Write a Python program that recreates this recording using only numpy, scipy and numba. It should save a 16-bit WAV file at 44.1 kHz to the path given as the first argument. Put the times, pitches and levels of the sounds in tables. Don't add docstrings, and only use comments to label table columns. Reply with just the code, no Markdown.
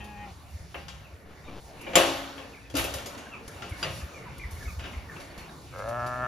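import sys
import numpy as np
from scipy import signal
from scipy.fft import rfft, irfft, next_fast_len
from scipy.io import wavfile
from scipy.ndimage import uniform_filter1d
from numba import njit

SR = 44100
rng = np.random.default_rng(int(sys.argv[2]) if len(sys.argv) > 2 else 0)


def log_audio(samples):
    frames = np.atleast_2d(samples).T
    limited = np.clip(frames, -1, 1)
    pcm = np.round(limited * 32767).astype(np.int16)
    wavfile.write(sys.argv[1], SR, pcm)


N = 276794
T = np.arange(N) / SR
STEP = 16
SLOW = T[::STEP]
BANDS_HZ = 25 * 2 ** (np.arange(29) / 3)

# start in seconds, nominal level in dB, relative levels near 400 Hz, 5 kHz and 11 kHz in dB,
# damping from 0 to 1, left minus right in dB, emphasised pitch in Hz.
GATE_SOUNDS = [(0.7442, -31.5, -11, -43, -17, 0.81, 1.5, 1000),
               (0.8826, -40.5, -17, -1, -15, 0.6, 6.5, 3110), (1.866, -36.5, -4.5, -32, -30, 0.4, 2, 2310),
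               (1.934, -32, -6.5, -16, -29, 0.4, 2, 2450), (1.955, -12, -6, -4.5, -3.5, 0.61, 3.5, 7200),
               (2.3796, -39.5, -8.5, -14, -27, 0.7, 6, 3372), (2.7, -51, 0.5, 1.5, 0, 1, 7, 3310),
               (2.711, -61, -9, 6, -2, 1, -3, 5700), (2.7405, -42, 6.5, -5, -5, 0.5, 3.5, 277),
               (2.7526, -31, -19, 0, -2, 0, 7, 1408), (2.7673, -29.5, -9, 1, 6.5, 0.53, 1.5, 11400),
               (2.783, -28, -16, -4.5, -2, 0.56, 1, 2025), (2.793, -31, -18, -6, 7, 1, -1, 2220),
               (2.8416, -35, 0, -2, 10, 1, 0, 2630), (2.9392, -35.5, -5, 1, 7, 0.83, 2.5, 556),
               (2.985, -42, -7, -1, -1, 0.4, 3, 1385), (3.0598, -42, -2, 4.5, 6, 0.6, 2, 6330),
               (3.149, -56, -6, 6, -7, 1, 0, 4400), (3.178, -46.5, -32, 1.5, -1, 0, 0, 6200),
               (3.621, -35.5, -14, -10, -48, 0.37, 3.5, 1380),
               (3.8278, -24.5, -18, -10.5, -24, 0.63, 1.5, 4770),
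               (3.846, -39, -4.5, -13, -25, 0.3, 4, 2010), (4.795, -39, -14.5, -9, -27, 0.36, 1, 1460),
               (4.8389, -37.5, -21, -13, -26, 0.2, 4, 3780), (4.8585, -40.5, -5, -12, -32, 1, 0, 2740),
               (5.1634, -46, -11, -17, -15, 0.9, 6, 2670)]
# frequency in Hz, relative level in dB, nominal T60 in seconds.
TUBE_MODES = [(177.7, 16, 0.41), (275.8, -8, 2.1), (283, -9.5, 1.75), (335, 0.5, 0.78), (384, -6, 0.74),
              (412, -5, 0.4), (435, -4.5, 0.27), (507.4, -1, 0.41), (532.7, 1.5, 0.62), (578.5, -2.5, 0.83),
              (560, -14, 1.5), (620, -7.5, 0.68), (638, -4, 0.67), (677, -9.5, 0.72), (705, 0, 0.53),
              (805, -7, 1.24), (873, -14, 1.0), (1082, -7.5, 0.71), (1254, -12, 1.0), (1385, -8, 0.25),
              (1477, -16, 0.14), (1600, -10, 0.69), (1795, -22.5, 0.59), (1916, -15, 0.8), (2025, -14, 0.3),
              (2255, -16, 0.4), (2376, -12, 0.55), (2590, -13, 0.7), (2622, -15, 0.64), (2694, -16, 0.7),
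              (2760, -17, 0.57), (2832, -12, 0.8), (2864, -13, 0.7), (2945, -16, 0.7), (3246, -11, 0.65),
              (3343, -16, 0.6), (3480, -16, 0.27), (3720, -13, 0.57), (4370, -15, 0.5), (4772, -4, 0.15),
              (5060, -4, 0.34), (5340, -8, 0.11), (6550, -10.5, 0.27), (7150, -13, 0.12),
              (11400, -20, 0.22)]
# frequency in Hz, nominal T60 in seconds.
MESH_DECAY = [(200, 0.36), (500, 1), (1000, 1), (2500, 1), (5000, 1), (9000, 0.96), (15000, 0.59)]
# start and end in seconds, nominal level in dB, slips a second.
BOLT_DRAGS = [(1.24, 1.34, -52, 2100), (1.445, 1.602, -41.5, 1000), (1.667, 1.804, -52, 360),
              (1.808, 1.953, -54, 590)]
# time in seconds, pitch in Hz, level in dB, gain of the
# resonances above 1 kHz in dB, share by which every second pulse weakens.
BLEATS = [
    [(5.715, 90.1, -66, 5, 0), (5.735, 91.6, -45.5, 10, 0.1), (5.768, 99.4, -37, 2, 0.19),
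     (5.82, 101, -33, 6, 0), (5.85, 112.3, -33, 1.5, 0.35), (5.92, 116.9, -29, -0.5, 0.4),
     (5.95, 120.9, -31.5, 1.5, 0.1), (6.0, 121.5, -30.5, 3, 0), (6.07, 124, -30, 1, 0),
     (6.14, 123.7, -32.5, 5, 0.07), (6.19, 124.8, -30.5, 1.5, 0.04), (6.28, 123.1, -33, 5.5, 0)],
    [(0, 207.5, -43, 3, 0.1), (.05, 208.2, -43.5, -2.5, .1), (.16, 206.7, -43.5, -5.5, 0),
     (.246, 205, -44, 0.5, 0), (.27, 197.3, -51, 1, .3), (.3, 182, -47, -4, .3), (.33, 168, -63, -11, .3),
     (.36, 160, -80, -4, 0.4)],
]
# frequency in Hz, nominal width in Hz, gain in dB, share of frequency
# lost when slack, gain when slack in dB, drift in dB per second.
NEAR_FORMANTS = [(118, 133, -7.5, 0.052, -10, 3.5), (317, 180, -49, 0.016, -2, 4),
                 (646, 90, 5, 0.23, -2.5, -6.5), (920, 840, -19.5, 0.21, 6.5, 5),
                 (1330, 217, -7.5, 0.0084, 0, 7), (1714, 117, -10, 0.068, -1, 4),
                 (2220, 140, -32, 0.032, 17, 14), (2550, 480, -33, 0.086, 3, 5)]
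FAR_FORMANTS = [(208, 140, -2.5, .1, 1, -1), (818, 57, -.5, 0.08, -3, 2), (1300, 130, -28, 0.033, 0, 60),
                (1800, 166, -3, 0.02, -2, -5), (2470, 204, -7, 0, 0, -10), (3150, 150, -14, 0.07, 0, -7)]
# start in seconds, nominal level in dB, relative level at 3 kHz in dB,
# length in seconds.
GRASS_STEPS = [(0.041, -47, -2, 0.03), (1.812, -42, -7, 0.022), (3.478, -34.5, -4.5, 0.011),
               (3.694, -39, -14, 0.017), (3.73, -51, -6, 0.037), (3.79, -51.5, 1, 0.24),
               (3.986, -47, -8, 0.026), (4.381, -40, -8, 0.011), (4.507, -42.5, -10, 0.074),
               (4.626, -47, 2, 0.037), (4.788, -50, 4, 0.016), (5.199, -49.5, 6, 0.064),
               (5.376, -47.5, 3.5, 0.056), (5.784, -48.5, 1, 0.038), (5.887, -43.5, -2, 0.025),
               (6.063, -41.5, 1, 0.019)]
# start in seconds, peak in dB, nominal pitch in Hz, cycles.
THUMPS = [(0.304, -36.5, 89, 2.9), (0.531, -30, 83, 4.3), (0.599, -32, 78.1, 1.9), (0.839, -39, 72.6, 2.4),
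          (1.121, -37, 80, 4.1), (2.737, -33.5, 113, 2.6), (2.736, -25.5, 296, 13), (3.126, -49.5, 99, 5.2),
          (3.54, -39, 79.4, 4.2), (3.708, -24.5, 87, 2.6), (4.015, -28.5, 70.3, 3.7), (4.439, -29, 71, 3),
          (4.519, -28, 69, 2.8), (4.657, -25, 69.5, 3.2), (4.761, -30, 71, 3.5), (4.954, -26, 69, 3.8),
          (5.702, -35.5, 114, 3.9)]
# start and length in seconds, first and last pitch in Hz, level in dB,
# relative level of the octave below in dB.
CHIRPS = [(1.037, 0.038, 2730, 2340, -55, -23), (1.435, 0.036, 3720, 3600, -59, -30),
          (1.471, 0.031, 2430, 2060, -48.5, -3), (2.532, 0.024, 2594, 1856, -45, -26),
          (2.569, 0.024, 1780, 1350, -51, -5), (2.556, 0.035, 2406, 2000, -50, -18),
          (3.314, 0.045, 2757, 2045, -41, -7.5), (3.34, 0.03, 2590, 2440, -44.5, -24),
          (3.702, 0.037, 2340, 1960, -44, -29.5), (4.135, 0.063, 2416, 1953, -47, -7),
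          (4.257, 0.033, 1018, 895, -43.5, -22), (4.392, 0.069, 2414, 1640, -42, -21),
          (4.559, 0.022, 2270, 2020, -49.5, -30), (4.597, 0.043, 1780, 1580, -49, -35),
          (4.643, 0.032, 2270, 2060, -46, -30), (4.673, 0.046, 2564, 2070, -42.5, -2.5),
          (4.933, 0.023, 2130, 1880, -44, -5), (5.079, 0.051, 1844, 1530, -44.5, -30),
          (5.296, 0.028, 4470, 4400, -54.5, -27), (5.378, 0.049, 4350, 4250, -53.5, -38),
          (5.222, 0.022, 4550, 4470, -57, -30), (5.478, 0.031, 3830, 3730, -57.5, -30)]
# time in seconds, level in dB.
WIND_LEVEL = [(0.0, -49.5), (.33, -50.5), (.59, -49.5), (.93, -50.5), (1.06, -53.5), (1.85, -54),
              (1.95, -47), (2.29, -56), (2.71, -53), (2.78, -41), (2.9, -46), (3.18, -56), (3.81, -52.5),
              (3.91, -40.5), (4.12, -54.5), (4.58, -42), (5.07, -49), (5.5, -52), (5.84, -47),
              (5.94, -45.5), (6.28, -46.5)]
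FLOCK_LEVEL = [(0.0, -51.5), (.26, -49.5), (.35, -59), (.6, -56), (.95, -54), (1.21, -56.5), (1.45, -53),
               (1.61, -58), (1.85, -45.5), (2.45, -50.5), (2.6, -55.5), (2.72, -52), (3.05, -47.5),
               (3.49, -51), (3.65, -47.5), (3.81, -52), (4.3, -51), (4.72, -50), (4.85, -49.5), (5.44, -52),
               (5.68, -53), (6.28, -47)]
GRASS_LEVEL = [(0.0, -60.5), (.6, -59), (1.21, -65.5), (1.7, -57), (2.7, -60.5), (3.2, -66.5),
               (3.49, -56.5), (3.8, -53), (3.91, -50.5), (4.2, -57.5), (4.6, -55.5), (5.44, -60),
               (5.9, -55), (6.28, -53)]
# frequency in Hz, relative spectral density in dB.
SHUDDER_SPECTRUM = [(100, -6), (200, -4.5), (550, 1), (1000, 0.5), (2500, -8.5), (3500, -5.5),
                    (6000, -14.5), (12000, -24)]
WIND_SPECTRUM = [(20, -39), (35, -13), (60, 11.5), (100, 6), (160, -1), (300, -35)]
FLOCK_SPECTRUM = [(100, 1), (200, 7.5), (500, 4.5), (1000, 1.5), (2500, -3.5), (3500, -11), (6000, -32.5)]
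GRASS_SPECTRUM = [(2000, -46), (4000, 8), (6000, 5.5), (8000, 4.5), (11000, 1), (13000, -46), (14000, -5),
                  (15500, 6)]
# frequency in Hz, left-right correlation.
PORT_CORRELATION = [(60, .9), (350, .88), (1000, .55), (1700, .4), (3500, .68), (5300, .5), (6500, .7),
                    (7600, .93), (8200, .995), (8900, .95), (9600, .7), (10700, .85), (11400, .995),
                    (12100, .98), (13000, .62), (14100, .9), (14800, .995)]
# frequency in Hz, lead of the left in radians.
PORT_PHASE = [(0, 0), (800, .4), (1700, -.3), (2700, .4), (5200, .5), (5900, -.3), (6550, -.9),
              (7250, -2.1), (7900, -3.05), (8700, -3.2), (9300, -4.2), (10000, -4.9), (10700, -5.9),
              (11300, -6.28), (12100, -6.3), (12750, -7.1), (13450, -8.3), (14100, -9), (14700, -9.42),
              (22050, -9.42)]


def excitation_db(event, hz):
    _, db, low, high, air = event[:5]
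    bass = [(120, low - 36), (215, low - 20), (275, low - 4), (450, low + 2), (700, low + 1)]
    middle = [(950, -6.5), (1800, -5), (2800, -.5)]
    treble = [(5000, high - 3), (6000, high - 3), (7300, high + 4), (11000, air - 5), (15000, air - 6)]
    return db + at_hz(bass + middle + treble, hz)


def gate_tubes(db=-3, scatter_db=2, boost_db=18, reach_octaves=.061, travel_s=.0057, spread_s=.04):
    out = np.zeros((2, N))
    hz, mode_db, t60 = np.transpose(TUBE_MODES)[:, :, None]
    for event in GATE_SOUNDS:
        damping, pan_db, pitch_hz = event[5:]
        i = int(event[0] * SR)
        t = T[:min(N - i, int(.7 * SR))]
        scatter, detune, skew, onset_phase = rng.standard_normal((4, len(TUBE_MODES), 1))
        boost = undb(boost_db * np.exp(-(np.log2(hz / pitch_hz) / reach_octaves) ** 2))
        gain = undb(excitation_db(event, hz) + mode_db + db + scatter_db * scatter)
        local = 1 + (boost - 1) * (.21 + .89 * np.exp(-t / spread_s))
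        phase = 2 * np.pi * hz * t * (1 + .00066 * detune) + np.pi * onset_phase
        rise = 1 - np.exp(-t * (hz / 300) ** .78 / travel_s)
        decay = np.exp(-np.log(1000) * t / (t60 * np.clip(1.3 - damping, .1, 2)))
        envelope = gain * local * rise * decay
        port_shift = np.arccos(at_hz(PORT_CORRELATION, hz)) * 1.22 * skew
        ring = [(envelope * np.sin(phase + shift)).sum(0) for shift in (0, port_shift)]
        out[:, i:i + len(t)] += pan(pan_db) * ring
    return out


def gate_knocks(db=-6, damped_boost_db=12, decay_s=.0022):
    out = np.zeros((2, N))
    t = T[:400]
    for event in GATE_SOUNDS:
        damping, pan_db = event[5:7]
        i = int(event[0] * SR)
        tick = sum(undb(excitation_db(event, hz)) * np.sin(2 * np.pi * hz * t)
                   for hz in (876, 1470, 3090, 5790))
        envelope = undb(db + damped_boost_db * damping) * np.exp(-t / decay_s)
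        out[:, i:i + len(t)] += envelope * tick * pan(pan_db)
    return out


def mesh_power(hz, crack_db=6, crack_s=.011, db=-17):
    out = np.zeros((2, len(SLOW)))
    radiation_db = -12 * np.clip(1.2 - hz / 600, 0, 1)
    width = np.clip(1.6 - hz / 5000, 0, 1)
    for event in GATE_SOUNDS:
        damping, pan_db = event[5:7]
        t = np.maximum(SLOW - event[0], 0)
        t60 = at_hz(MESH_DECAY, hz) * np.clip(1.2 - damping, .1, 2)
        rise = 1 - np.exp(-t * hz / .72)
        ring = np.exp(-2 * np.log(1000) * t / t60) + undb(crack_db) ** 2 * np.exp(-t / crack_s)
        out += (pan(pan_db * width) * undb(excitation_db(event, hz) + db + radiation_db)) ** 2 * rise * ring
    return out


def shudder_db(gain_db=-7, rise_s=.014, t60=1):
    power = 0
    for start, db, low_db, *_ in GATE_SOUNDS:
        t = np.maximum(SLOW - start, 0)
        envelope = (1 - np.exp(-t / rise_s)) * np.exp(-np.log(1000) * t / t60)
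        power += (undb(db + low_db + gain_db) * envelope) ** 2
    return 10 * np.log10(power + 1e-12)


def bolt_scrapes(t60_share=.0085, spread_db=1.5, top_hz=3000):
    slips = np.zeros(N)
    chance, size = rng.random(N), undb(spread_db * rng.exponential(size=N))
    for start, end, db, rate in BOLT_DRAGS:
        progress = (T - start) / (end - start)
        envelope = undb(db) * np.clip(4 * progress, 0, 1) * (progress < 1)
        slips += envelope * (chance < rate / SR) * size * np.sqrt(SR / rate)
    t, body = T[:4096], 0
    for hz, db, t60 in TUBE_MODES:
        gain = undb(db / 2) / (1 + (hz / top_hz) ** 4)
        body += gain * np.exp(-np.log(1000) * t / (t60_share * t60)) * np.sin(2 * np.pi * hz * t)
    return signal.fftconvolve(slips, unit_energy(body))[:N] * undb(-3) * pan(3.6)


def bleat(call, formants, breath_db, pan_db, patchy_db, roam, scatter=.3):
    times, *columns = np.transpose(call)
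    hz, db, upper_db, weakening = (np.interp(T, times, c) for c in columns)
    slack = np.clip((1 - hz / hz.max()) / .24, 0, 1)
    rough = .1 + .6 * slack ** 1.5
    hz = hz * (1 + .004 * upsample(walk(18)))
    chance = rng.standard_normal((3000, 2))
    breath = undb(breath_db) * (.18 + rough) * rng.standard_normal(N)
    even = unit_rms(vocal_folds(hz, rough, np.zeros(N), chance)) + breath
    alternating = unit_rms(vocal_folds(hz, rough, weakening, chance)) + breath
    elapsed, voice = np.clip(T, times[0], times[-1]) - times[0], 0
    for k, (f, width, gain_db, drop, slack_db, drift_db) in enumerate(formants):
        source = alternating if f > 800 else even
        shift, swell = upsample(walk(12)), upsample(walk(12))
        centre = f * (1 - drop * slack + roam * shift * (f > 1000))
        level_db = gain_db + slack_db * slack + drift_db * elapsed + upper_db * (f > 1000)
        gain = undb(level_db + patchy_db * swell * min(f / 1800, 1))
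        voice += (-1) ** k * gain * resonator(resonator(source, centre, 1.22 * width), centre, 1.22 * width)
    on = (T >= times[0]) & (T < times[-1])
    envelope = undb(db + .8 * upsample(walk(25))) * on
    voice = voice / np.sqrt(np.mean(voice[on] ** 2)) * envelope
    echoes = unit_energy(rng.standard_normal((2, 1500)) * np.exp(-T[:1500] / .008))
    scattered = signal.fftconvolve(voice[None], echoes, axes=1)[:, :N]
    return (voice + scatter * scattered) * pan(pan_db) / np.hypot(1, scatter)


@njit
def vocal_folds(hz, rough, weakening, chance):
    out, phase, k = np.zeros(len(hz) + 1), 0., 0
    for i in range(len(hz)):
        step = hz[i] * (1 + .1 * rough[i] * chance[k, 0]) / SR
        phase += step
        if phase >= 1:
            phase, k = phase - 1, k + 1
            size = np.exp(.5 * rough[i] * chance[k, 1]) * (1 - weakening[i] * (k % 2))
            out[i] += size * phase / step
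            out[i + 1] += size * (1 - phase / step)
    return out[:-1]


@njit
def resonator(x, hz, width):
    y, band, low = np.empty(len(x)), 0., 0.
    for i in range(len(x)):
        g, damping = np.tan(np.pi * hz[i] / SR), width / hz[i]
        v = (band + g * (x[i] - low)) / (1 + g * (g + damping))
        band, low, y[i] = 2 * v - band, low + 2 * g * v, damping * v
    return y


def thumps():
    out = np.zeros(N)
    for start, db, hz, cycles in THUMPS:
        progress = np.clip((T - start) * hz / cycles, 0, 1)
        out += undb(db) * np.sin(np.pi * progress) ** 2 * np.sin(2 * np.pi * hz * .971 * (T - start))
    return out


def swish_power(hz, gain_db=-14):
    out = np.zeros(len(SLOW))
    for start, db, low_db, length in GRASS_STEPS:
        t = np.maximum(SLOW - start, 0)
        colour_db = at_hz([(3000, low_db), (11000, 4), (15000, -11)], hz)
        out += undb(db + colour_db + gain_db) ** 2 * (1 - np.exp(-t / .002)) * np.exp(-2.5 * t / length)
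    return out


def chirps(echo_s=.04, echo_db=-3, bend=2.19, far_db=-58, far_count=60):
    out = np.zeros(N)
    far = [(2.4 + 3.1 * when, .035, 1100 + 1700 * pitch, 900 + 1400 * pitch, far_db + 6 * level, -15)
           for when, pitch, level in rng.random((far_count, 3))]
    for start, length, hz0, hz1, db, octave_db in CHIRPS + far:
        span = slice(int(start * SR), int((start + length) * SR))
        progress = np.abs(T[span] - start) / length
        phase = 2 * np.pi * length * (hz0 * progress + (hz1 - hz0) * progress ** (bend + 1) / (bend + 1))
        tone = np.sin(phase) + undb(octave_db) * np.sin(phase / 2)
        out[span] += undb(db) * np.sin(np.pi * progress) * tone
    out *= undb(3.5 * upsample(walk(350)))
    t = T[:8000]
    trees = unit_energy(rng.standard_normal((2, len(t))) * np.exp(-t / echo_s) * (t > .012))
    return out + undb(echo_db) * signal.fftconvolve(out[None], trees, axes=1)[:, :N]


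def noise_layers():
    levels = [np.interp(SLOW, *np.transpose(table)) for table in (WIND_LEVEL, FLOCK_LEVEL, GRASS_LEVEL)]
    levels.append(shudder_db())
    spectra = WIND_SPECTRUM, FLOCK_SPECTRUM, GRASS_SPECTRUM, SHUDDER_SPECTRUM
    totals_db = [10 * np.log10(np.sum(undb(at_hz(s, BANDS_HZ)) ** 2 * BANDS_HZ)) for s in spectra]
    out, jostle, blades = 0, walk(9), walk(14)
    for hz, noise in band_noise():
        flickers_db = [3 * walk(12), 1.6 * jostle + 2.2 * walk(14),
                       1.6 * blades + 1.4 * walk(25), 2 * walk(14)]
        bed = sum(hz * undb(db + at_hz(spectrum, hz) - total + flicker) ** 2
                  for db, spectrum, total, flicker in zip(levels, spectra, totals_db, flickers_db))
        power = bed + swish_power(hz) + mesh_power(hz) * undb(.45 * walk(60)) ** 2
        out += noise * [upsample(gain) for gain in np.sqrt(power)]
    return out


def band_noise():
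    size = next_fast_len(N)
    f = np.fft.rfftfreq(size, 1 / SR) + 1
    mid, side = rfft(rng.standard_normal((2, size)))
    correlation = at_hz(PORT_CORRELATION, f)
    pair = np.sqrt(1 + correlation) * mid + np.sqrt(1 - correlation) * side * np.array([[1], [-1]])
    for hz in BANDS_HZ:
        shape = np.cos(np.clip(3 * np.log2(f / hz), -1, 1) * np.pi / 2)
        yield hz, unit_rms(irfft(pair * shape, size)[:, :N])


def walk(rate):
    k = int(SR / STEP / rate)
    held = np.repeat(rng.standard_normal(len(SLOW) // k + 1), k)
    return 1.69 * uniform_filter1d(uniform_filter1d(held, k), k)[:len(SLOW)]


def at_hz(table, hz):
    f, values = np.transpose(table)
    return np.interp(np.log(hz), np.log(f), values)


def upsample(envelope):
    return np.interp(T, SLOW, envelope)


def undb(db):
    return 10 ** (np.asarray(db) / 20)


def pan(db):
    return undb(np.array([[db / 2], [-db / 2]]))


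def unit_rms(x):
    return x / np.sqrt(np.mean(x ** 2))


def unit_energy(x):
    return x / np.sqrt(np.sum(x ** 2, axis=-1, keepdims=True))


def scene():
    near = bleat(BLEATS[0], NEAR_FORMANTS, breath_db=-11.5, pan_db=1.5, patchy_db=1.1, roam=.008)
    far = bleat(BLEATS[1], FAR_FORMANTS, breath_db=-16, pan_db=4.5, patchy_db=3, roam=.03)
    return noise_layers() + gate_knocks() + gate_tubes() + bolt_scrapes() + thumps() + chirps() + near + far


def record(dry, drive=.92, top_hz=15900):
    size = next_fast_len(N + 4096)
    lead = np.interp(np.fft.rfftfreq(size, 1 / SR), *np.transpose(PORT_PHASE))
    ports = irfft(rfft(dry, size) * np.exp(.5j * np.array([lead, -lead])), size)[:, :N]
    lowpass = signal.ellip(10, .2, 80, top_hz, fs=SR, output="sos")
    return signal.sosfilt(lowpass, np.tanh(drive * ports))


dry = scene()
out = record(dry)
log_audio(out)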